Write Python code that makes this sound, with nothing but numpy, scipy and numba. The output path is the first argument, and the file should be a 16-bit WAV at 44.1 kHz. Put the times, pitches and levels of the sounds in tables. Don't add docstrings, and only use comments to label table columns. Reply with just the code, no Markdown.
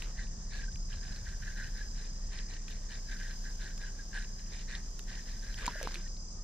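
import sys
import numpy as np
from scipy import signal
from scipy.fft import rfft, irfft, next_fast_len
from scipy.io import wavfile
from scipy.ndimage import uniform_filter1d
from numba import njit

SR = 44100
rng = np.random.default_rng(int(sys.argv[2]) if len(sys.argv) > 2 else 0)


def unload_wav(signal):
    wavfile.write(
        sys.argv[1],
        SR,
        np.round(np.clip(np.atleast_2d(signal).T, -1, 1) * 32767).astype(np.int16),
    )


N = 283563
T = np.arange(N) / SR
FREQS = np.fft.rfftfreq(N, 1 / SR)


def undb(db):
    return 10 ** (np.asarray(db) / 20)


def unit(x):
    return x / np.sqrt(np.mean(x ** 2))


def across(points):
    hz, value = np.transpose(points)
    return np.interp(np.log(FREQS + 1), np.log(hz), value)


def pan(db):
    return undb(np.array([[db], [-db]]) / 2)


def walk(rate_hz):
    size = next_fast_len(N, real=True)
    hz = np.fft.rfftfreq(size, 1 / SR)
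    spectrum = rfft(rng.standard_normal(size)) / (1 + (hz / rate_hz) ** 4)
    return unit(irfft(spectrum, size)[:N])


def swell(start, length, attack_s, release_s):
    rise = 1 + np.tanh(2 * (T - start) / attack_s)
    fall = 1 - np.tanh(2 * (T - start - length) / release_s)
    return (rise / 2) * (fall / 2)


def stereo_noise(gain, likeness, grain=1):
    c = np.clip(across(likeness), -1, 1)
    source = rfft(rng.standard_normal((2, N)) * grain)
    mid, side = source * gain * np.sqrt([1 + c, 1 - c])
    return unit(irfft(np.array([mid + side, mid - side]), N))


def resonance(hz, width_hz):
    return 1j * FREQS * width_hz / (hz ** 2 - FREQS ** 2 + 1j * FREQS * width_hz)


@njit
def svf(x, hz, width):
    y, band, low = np.empty(len(x)), 0., 0.
    for i in range(len(x)):
        g, k = np.tan(np.pi * hz[i] / SR), width / hz[i]
        v = (band + g * (x[i] - low)) / (1 + g * (g + k))
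        band, low, y[i] = 2 * v - band, low + 2 * g * v, k * v
    return y


CATCHES_PER_S, CATCH_SPREAD_DB, CATCH_DECAY_S = 750, 3.5, .0009


def catches():
    strength = undb(CATCH_SPREAD_DB * np.clip(rng.standard_normal(N), -2, 2))
    size = (rng.random(N) < CATCHES_PER_S / SR) * strength
    return unit(signal.lfilter([1], [1, -np.exp(-1 / (CATCH_DECAY_S * SR))], size))


CRACK_T60_S, CONTACT_RISE_S = .015, .00025


def contacts(hits, partials):
    t = T[:SR // 8]
    attack = 1 - np.exp(-t / CONTACT_RISE_S)
    lag = np.array([[2 / SR], [0]])
    rings, cracks = np.zeros((2, 2, N))
    for s, hz, ring_db, t60, crack_db in hits:
        at = slice(int(s * SR), int(s * SR) + len(t))
        modes = sum(undb(db) * np.sin(2 * np.pi * k * hz * (t - lag)) for k, db in partials)
        rings[:, at] += undb(ring_db - 60 * t / t60) * attack * modes
        shared, *own = rng.standard_normal((3, len(t)))
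        noise = shared + 0.86 * np.array(own)
        cracks[:, at] += undb(crack_db - 60 * t / CRACK_T60_S) * attack * noise
    coloured = irfft(rfft(cracks) * resonance(2630, 4300) ** 2, N)
    return rings + coloured * pan(-1.8)


# frequency_hz, level_db
WIND_COLOUR = [(10, -40), (22, 1), (32, 8.5), (42, 14), (54, 3.5), (80, 0.5), (120, -4.5), (170, -14),
               (260, -29), (500, -67)]
# frequency_hz, level_db
AIR_COLOUR = [(30, 2), (120, 2.5), (210, 5), (280, -4.5), (400, -5), (700, -10.5), (1200, -12.5),
              (1800, -19), (2800, -23.5), (5000, -21.5), (15000, -67)]
# frequency_hz, correlation (-1 to 1)
AROUND = [(30, 0.97), (120, 0.98), (300, 0.76), (700, 0.78), (1400, 0.29), (2400, -0.19), (4000, 0.25),
          (5100, -0.26), (5900, -0.038), (6900, -0.57), (8500, -0.2), (11000, -0.3)]
BREEZE_DB, GUST_DB, GUST_PEAK_S, GUST_HALF_S = -47.5, 6, 1, 0.98
BUFFET_DB, BUFFET_RATE_HZ = 3, 12


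def air(air_db=-56):
    gust = np.exp(-((T - GUST_PEAK_S) / GUST_HALF_S) ** 2)
    wind_db = BREEZE_DB + gust * (GUST_DB + BUFFET_DB * walk(BUFFET_RATE_HZ))
    wind = stereo_noise(undb(across(WIND_COLOUR)), AROUND) * undb(wind_db)
    wash = stereo_noise(undb(across(AIR_COLOUR)), AROUND) * undb(air_db + 0.51 * walk(11.0))
    return wind + wash


# frequency_ratio (multiple of the firing note), level_db (relative)
ENGINE_PARTIALS = [(1, -1), (1.5, -16.5), (6, -22.5), (7.33, -29.5)]
ENGINE_HZ, ENGINE_START_DB, ENGINE_FADE_DB_PER_S = 29.2, -37.5, 0.48


def engine(drift=0.00823):
    phase = 2 * np.pi * np.cumsum(ENGINE_HZ * (1 + drift * walk(0.84))) / SR
    note = 0
    for ratio, db in ENGINE_PARTIALS:
        level = undb(db + min(ratio, 2) * 0.98 * walk(2.0))
        note = note + level * np.sin(ratio * phase + 0.12 * ratio * walk(5.8))
    return np.sqrt(2) * note * undb(ENGINE_START_DB - ENGINE_FADE_DB_PER_S * T)


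# pitch_hz (at its peak), glide_hz_per_s, level_db (peak of the swell)
THIN_TONE = [(1230, -300, -68), (1840, 1100, -75)]
THIN_TONE_PEAK_S, THIN_TONE_HALF_S = 6.4, 0.028


def thin_tone():
    t = T - THIN_TONE_PEAK_S
    partials = sum(undb(db) * np.sin(2 * np.pi * (hz + glide * t / 2) * t) for hz, glide, db in THIN_TONE)
    return np.sqrt(2) * partials * np.exp(-(t / THIN_TONE_HALF_S) ** 2)


def cricket(hz, pulse_hz, port_phase, haze_width_hz=90, sweep_hz=50):
    stroke = np.cumsum(pulse_hz * (1 + 0.0159 * walk(1.62))) / SR % 1
    pulse = np.sin(np.pi * stroke) ** 2 * undb(1.3 * walk(12))
    phase = 2 * np.pi * np.cumsum(hz + sweep_hz * (.5 - stroke) + 16 * walk(25.9)) / SR
    direct = unit(pulse * np.sin(phase + np.array([[0], [port_phase]])))
    haze = stereo_noise(resonance(hz, haze_width_hz) ** 2, AROUND)
    return unit(direct + .45 * haze)


# start_s, length_s
TRILLS = [(0.628, 0.35), (0.993, 0.21), (1.617, 0.89), (2.9, 0.69), (4.128, 0.48), (5.08, 1.25)]
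# frequency_hz, level_db
CHORUS = [(2500, -44), (3600, -31), (4500, -12), (4850, -2.5), (5300, 0.5), (5550, 0), (5850, 1.5),
          (6400, 2), (6900, -2), (7500, -5.5), (8300, -15), (9300, -23.5), (12000, -46), (15500, -59)]
TRILL_DB, TRILL_SWELL_DB, TRILL_ATTACK_S, TRILL_RELEASE_S = -62, 5.5, 0.016, 0.084


def insects(waver_db=0.15, second_db=-65.5, chorus_db=-53):
    effort = sum(swell(start, length, TRILL_ATTACK_S, TRILL_RELEASE_S) for start, length in TRILLS)
    near_db = TRILL_DB + TRILL_SWELL_DB * effort + waver_db * walk(7.5)
    near = cricket(5008, 36.7, 1.81) * undb(near_db)
    second = cricket(4900, 39, 1.3) * undb(second_db + 2 * walk(0.43))
    flutter = undb(0.81 * walk(60) + 0.06 * walk(5.3))
    chorus = stereo_noise(undb(across(CHORUS)), AROUND, flutter)
    return near + second + chorus * undb(chorus_db) * pan(0.084)


# start_s, length_s, level_db
GRIP = [(.01, 0.098, -57), (5.618, 0.089, -45.5), (5.771, 0.22, -56)]
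# frequency_hz, level_db
GRIP_COLOUR = [(150, -32), (340, -0.5), (520, 4.5), (750, -7), (1000, 1), (1400, 0.5), (2300, -2),
               (3200, -3.5), (4000, -13), (12000, -39)]
# frequency_hz, correlation (-1 to 1)
CLOSE = [(800, 0.9), (1600, 0.27), (2800, 0.19), (4000, 0.53), (5500, 1), (12000, -0.19)]


def grip(attack_s=0.021, release_s=0.058):
    pressure = sum(undb(db) * swell(start, length, attack_s, release_s) for start, length, db in GRIP)
    return stereo_noise(undb(across(GRIP_COLOUR)), CLOSE, catches()) * pressure


# start_s, ring_hz, ring_db (before partial weights), t60_s
KNOCKS = [(4.152, 910, -38, 0.0073), (5.6787, 978, -20.5, 0.036), (5.756, 614, -38, 0.044),
          (5.8131, 600, -30, 0.023), (5.83, 505, -39, 0.12), (5.851, 458, -36, 0.043),
          (5.8731, 1020, -17, 0.0063), (5.962, 350, -48.5, 0.15)]
# frequency_ratio (multiple of the ring), level_db (relative)
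KNOCK_PARTIALS = [(.275, -13), (.62, -36), (1, -1), (1.37, -18)]
KNOCK_CRACK_DB = -17


def knocks():
    hits = [(s, hz, db, t60, db + KNOCK_CRACK_DB) for s, hz, db, t60 in KNOCKS]
    return contacts(hits, KNOCK_PARTIALS)


RATTLE_START_S, RATTLE_LENGTH_S, RATTLE_HZ, RATTLE_OCTAVES = 5.6, 0.37, 3000, 1.45
RATTLE_DB, RATTLE_SPREAD_DB, RATTLE_CRACK_DB = -48, 8, -48


def rattle(count=36):
    hits = []
    for when, colour, size in rng.random((count, 3)):
        start = RATTLE_START_S + when * RATTLE_LENGTH_S
        hz = RATTLE_HZ * 2 ** (RATTLE_OCTAVES * (colour - .5))
        ring_db = RATTLE_DB + RATTLE_SPREAD_DB * (size - .5)
        hits.append((start, hz, ring_db, TICK_T60_S, RATTLE_CRACK_DB))
    return contacts(hits, TICK_PARTIALS)


# start_s, ring_hz, ring_db (before partial weights), crack_db (before colouring)
TICKS = [(0.0219, 2680, -29, -32), (.758, 2900, -41.5, -41), (1.162, 4370, -37, -44),
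         (2.389, 3970, -31.5, -50), (2.682, 2520, -36, -39), (3.778, 5000, -35, -38.5),
         (4.244, 2800, -41, -44), (4.752, 3750, -27.5, -52), (4.992, 2500, -48, -29),
         (5.543, 3200, -35, -40), (5.658, 5140, -27, -32), (5.6635, 2300, -26.5, -34),
         (5.665, 6940, -25, -29), (5.6793, 4240, -26, -41), (5.8291, 6000, -31, -29.5),
         (5.9195, 4940, -33, -42), (5.943, 4140, -29, -33), (5.948, 2420, -40, -32),
         (5.956, 2450, -29.5, -39), (6.077, 4140, -45, -47), (6.168, 4200, -42.5, -50)]
# frequency_ratio (multiple of the ring), level_db (relative)
TICK_PARTIALS = [(.62, -19), (0.998, 3), (1.37, -3)]
TICK_T60_S = 0.0063
FAINT_TICK_HZ, FAINT_TICK_DB, FAINT_CRACK_DB = 3600, -50, -54


def ticks(count=14):
    clear = [(s, hz, ring_db, TICK_T60_S, crack_db) for s, hz, ring_db, crack_db in TICKS]
    faint = []
    for when, colour in rng.random((count, 2)):
        hz = FAINT_TICK_HZ * 2 ** (colour - .5)
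        faint.append((when * WINDING_ENDS_S, hz, FAINT_TICK_DB, TICK_T60_S, FAINT_CRACK_DB))
    return contacts(clear + faint, TICK_PARTIALS)


# time_s, level_db (before the line's gain)
WINDING = [(0.0, -74), (0.21, -89), (0.43, -90), (0.81, -84.5), (1.27, -79), (1.68, -76), (1.9, -79.5),
           (2.08, -85), (2.63, -87.5), (3.24, -75.5), (3.62, -77.5), (3.9, -81), (4.26, -81), (4.69, -82),
           (5.66, -75), (5.82, -72), (6.12, -85.5), (6.43, -99)]
WINDING_ENDS_S, RUN_DOWN_S = 6.06, .1


def winding_db():
    return np.interp(T, *np.transpose(WINDING))


# start_s, length_s, level_db
SCRATCHES = [(.555, .04, -66), (2.51, 0.027, -76), (2.673, 0.066, -71)]
# frequency_hz, level_db
LINE_COLOUR = [(1500, -12), (3000, 13), (5000, 9), (8000, 2.5), (10000, 5.5), (12800, 7), (14200, 0),
               (15600, -12)]


def line(gain_db=9.5):
    scratch = sum(undb(db) * swell(start, length, STROKE_ATTACK_S, STROKE_RELEASE_S)
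                  for start, length, db in SCRATCHES)
    level = undb(winding_db() + gain_db) + scratch * catches()
    hiss = stereo_noise(undb(across(LINE_COLOUR)), CLOSE, undb(0.82 * walk(500)))
    return hiss * level * pan(-4.5)


# time_s (peak), pitch_hz (mean), level_db (peak of swell)
SQUEAKS = [(.527, 1704, -51), (.55, 1670, -46), (.595, 1627, -46.5), (.641, 1630, -45),
           (0.687, 1596, -48.5), (1.481, 1720, -43.5), (1.632, 1501, -49), (1.816, 1686, -42.5),
           (3.999, 1620, -49.5), (4.16, 1553, -42), (5.195, 1815, -55), (6.067, 1840, -52)]
SQUEAK_HALF_S = 0.0064


def squeaks(waver_hz=25):
    waver = np.cumsum(waver_hz * walk(88.3)) / SR
    tone = 0
    for s, hz, db in SQUEAKS:
        envelope = undb(db) * np.exp(-((T - s) / SQUEAK_HALF_S) ** 2)
        tone = tone + envelope * np.sin(2 * np.pi * (hz * T + waver))
    tone = np.sqrt(2) * tone
    return np.array([np.roll(tone, 2), tone])


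RING_HZ, RING_RISE_HZ = 1604, 246
GEAR_CYCLE_S, GEAR_PEAK_S, GEAR_HALF_S = 2.39, 0.081, 0.55


def ring_pitch():
    from_peak = (T - GEAR_PEAK_S + GEAR_CYCLE_S / 2) % GEAR_CYCLE_S - GEAR_CYCLE_S / 2
    return RING_HZ + RING_RISE_HZ * np.exp(-(from_peak / GEAR_HALF_S) ** 2)


# start_s, length_s, ring_db, scrape_db (both before the reel's gains)
STROKES = [(0, 0.049, -59, -58), (0.174, 0.069, -53, -57.5), (0.523, 0.12, -51, -55.5),
           (0.908, 0.063, -56, -57), (1.031, 0.17, -55, -60), (1.26, 0.071, -53.5, -60.5),
           (1.426, 0.11, -51.5, -60), (1.574, 0.097, -46.5, -57), (1.746, 0.11, -54.5, -62.5),
           (1.961, 0.12, -59.5, -60.5), (2.324, 0.094, -54, -55), (2.5, 0.066, -56, -57.5),
           (2.686, 0.069, -58.5, -57.5), (2.901, 0.075, -53.5, -55.5), (3.094, 0.062, -47.5, -55),
           (3.196, 0.13, -49.5, -56), (3.451, 0.031, -49, -58.5), (3.611, 0.091, -50.5, -57.5),
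           (3.811, 0.065, -49.5, -59.5), (3.996, 0.011, -54, -64), (4.139, 0.083, -45, -53.5),
           (4.389, 0.019, -59, -63), (4.519, 0.1, -58, -56.5), (4.694, 0.078, -48.5, -53),
           (5.085, 0.12, -53, -57), (5.268, 0.1, -60, -61), (5.431, 0.12, -54, -61.5),
           (5.58, 0.11, -48, -53), (5.726, 0.092, -47.5, -63), (5.808, 0.18, -53.5, -56.5),
           (6, 0.059, -64, -66)]
# start_s, length_s
RESTS = [(.77, 0.13), (4.03, 0.099), (4.885, .2)]
REST_DB = -9
STROKE_ATTACK_S, STROKE_RELEASE_S, STROKE_SAG_DB_PER_S = 0.021, 0.045, 27.5
SPOOL_RING_DB, SPOOL_SCRAPE_DB, SPOOL_FOLLOW = -69.5, -73.5, 0.12


def rubbing():
    pace_db = winding_db()
    turning = np.clip((WINDING_ENDS_S - T) / RUN_DOWN_S + 1, 1e-3, 1)
    resting = sum(swell(start, length, STROKE_RELEASE_S, STROKE_ATTACK_S) for start, length in RESTS)
    spool = turning * undb(SPOOL_FOLLOW * (pace_db - pace_db.mean()) + REST_DB * resting)
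    ring = (spool * undb(SPOOL_RING_DB)) ** 2
    scrape = (spool * undb(SPOOL_SCRAPE_DB)) ** 2
    for start, length, ring_db, scrape_db in STROKES:
        sag = undb(-STROKE_SAG_DB_PER_S * np.maximum(T - start, 0))
        power = swell(start, length, STROKE_ATTACK_S, STROKE_RELEASE_S) * sag ** 2
        ring = ring + power * undb(ring_db) ** 2
        scrape = scrape + power * undb(scrape_db) ** 2
    return ring, scrape


# frequency_hz, width_hz, level_db (relative)
BODY_MODES = [(1414, 130, -6.5), (1555, 56, 4), (1669, 54, 3), (1773, 39, 1.5), (1870, 48, 3.5),
              (2041, 105, -1.5)]
# frequency_hz, width_hz (of one of two passes), level_db (per hertz of width)
SCRAPE_MODES = [(676, 1700, -8.5), (2030, 970, -3), (2385, 310, -2), (2980, 870, -3.5), (3676, 240, 0.5),
                (4050, 226, 2.5), (4380, 420, -3), (7900, 2700, -16)]
SLIPS_PER_S, SLIP_SPREAD_DB, SLIP_HISS = 450, 3.5, .5


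def reel(skirt_hz=230.0, chatter_db=1.0, wander_hz=40, patchy_db=2.0, ring_db=0, scrape_db=3.0, uneven_db=2.15):
    ring_power, scrape_power = rubbing()
    pitch = ring_pitch() + wander_hz * walk(51)
    chatter = undb(chatter_db * walk(36))
    slips = (rng.random(N) < SLIPS_PER_S / SR) * undb(SLIP_SPREAD_DB * rng.standard_normal(N))
    force = (unit(slips) + SLIP_HISS * rng.standard_normal(N)) * chatter
    modes = sum((-1) ** k * undb(db) * resonance(hz, width) for k, (hz, width, db) in enumerate(BODY_MODES))
    body = svf(irfft(rfft(force) * modes, N), pitch, float(skirt_hz))
    levelled = body / np.sqrt(uniform_filter1d(body ** 2, size=600))
    body = levelled * np.sqrt(ring_power) * undb(uneven_db * walk(33))
    grit = np.sqrt(chatter * catches())
    scrape = 0
    for hz, width, db in SCRAPE_MODES:
        mode = stereo_noise(resonance(hz, width) ** 2, CLOSE, grit * np.sqrt(catches()))
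        scrape = scrape + mode * np.sqrt(width) * undb(db + patchy_db * walk(13.0))
    scrape = unit(scrape) * np.sqrt(scrape_power)
    ports = np.array([np.roll(body, 2), body])
    return undb(ring_db) * ports * pan(-.3) + undb(scrape_db) * scrape * pan(-1.5)


def scene():
    pond = air() + engine() + thin_tone() + insects()
    tackle = grip() + knocks() + rattle() + ticks() + line() + squeaks() + reel()
    return pond + tackle


def record(dry):
    return signal.sosfilt(signal.ellip(8, .2, 70, 15100, fs=SR, output="sos"), dry)


dry = scene()
out = record(dry)
unload_wav(out)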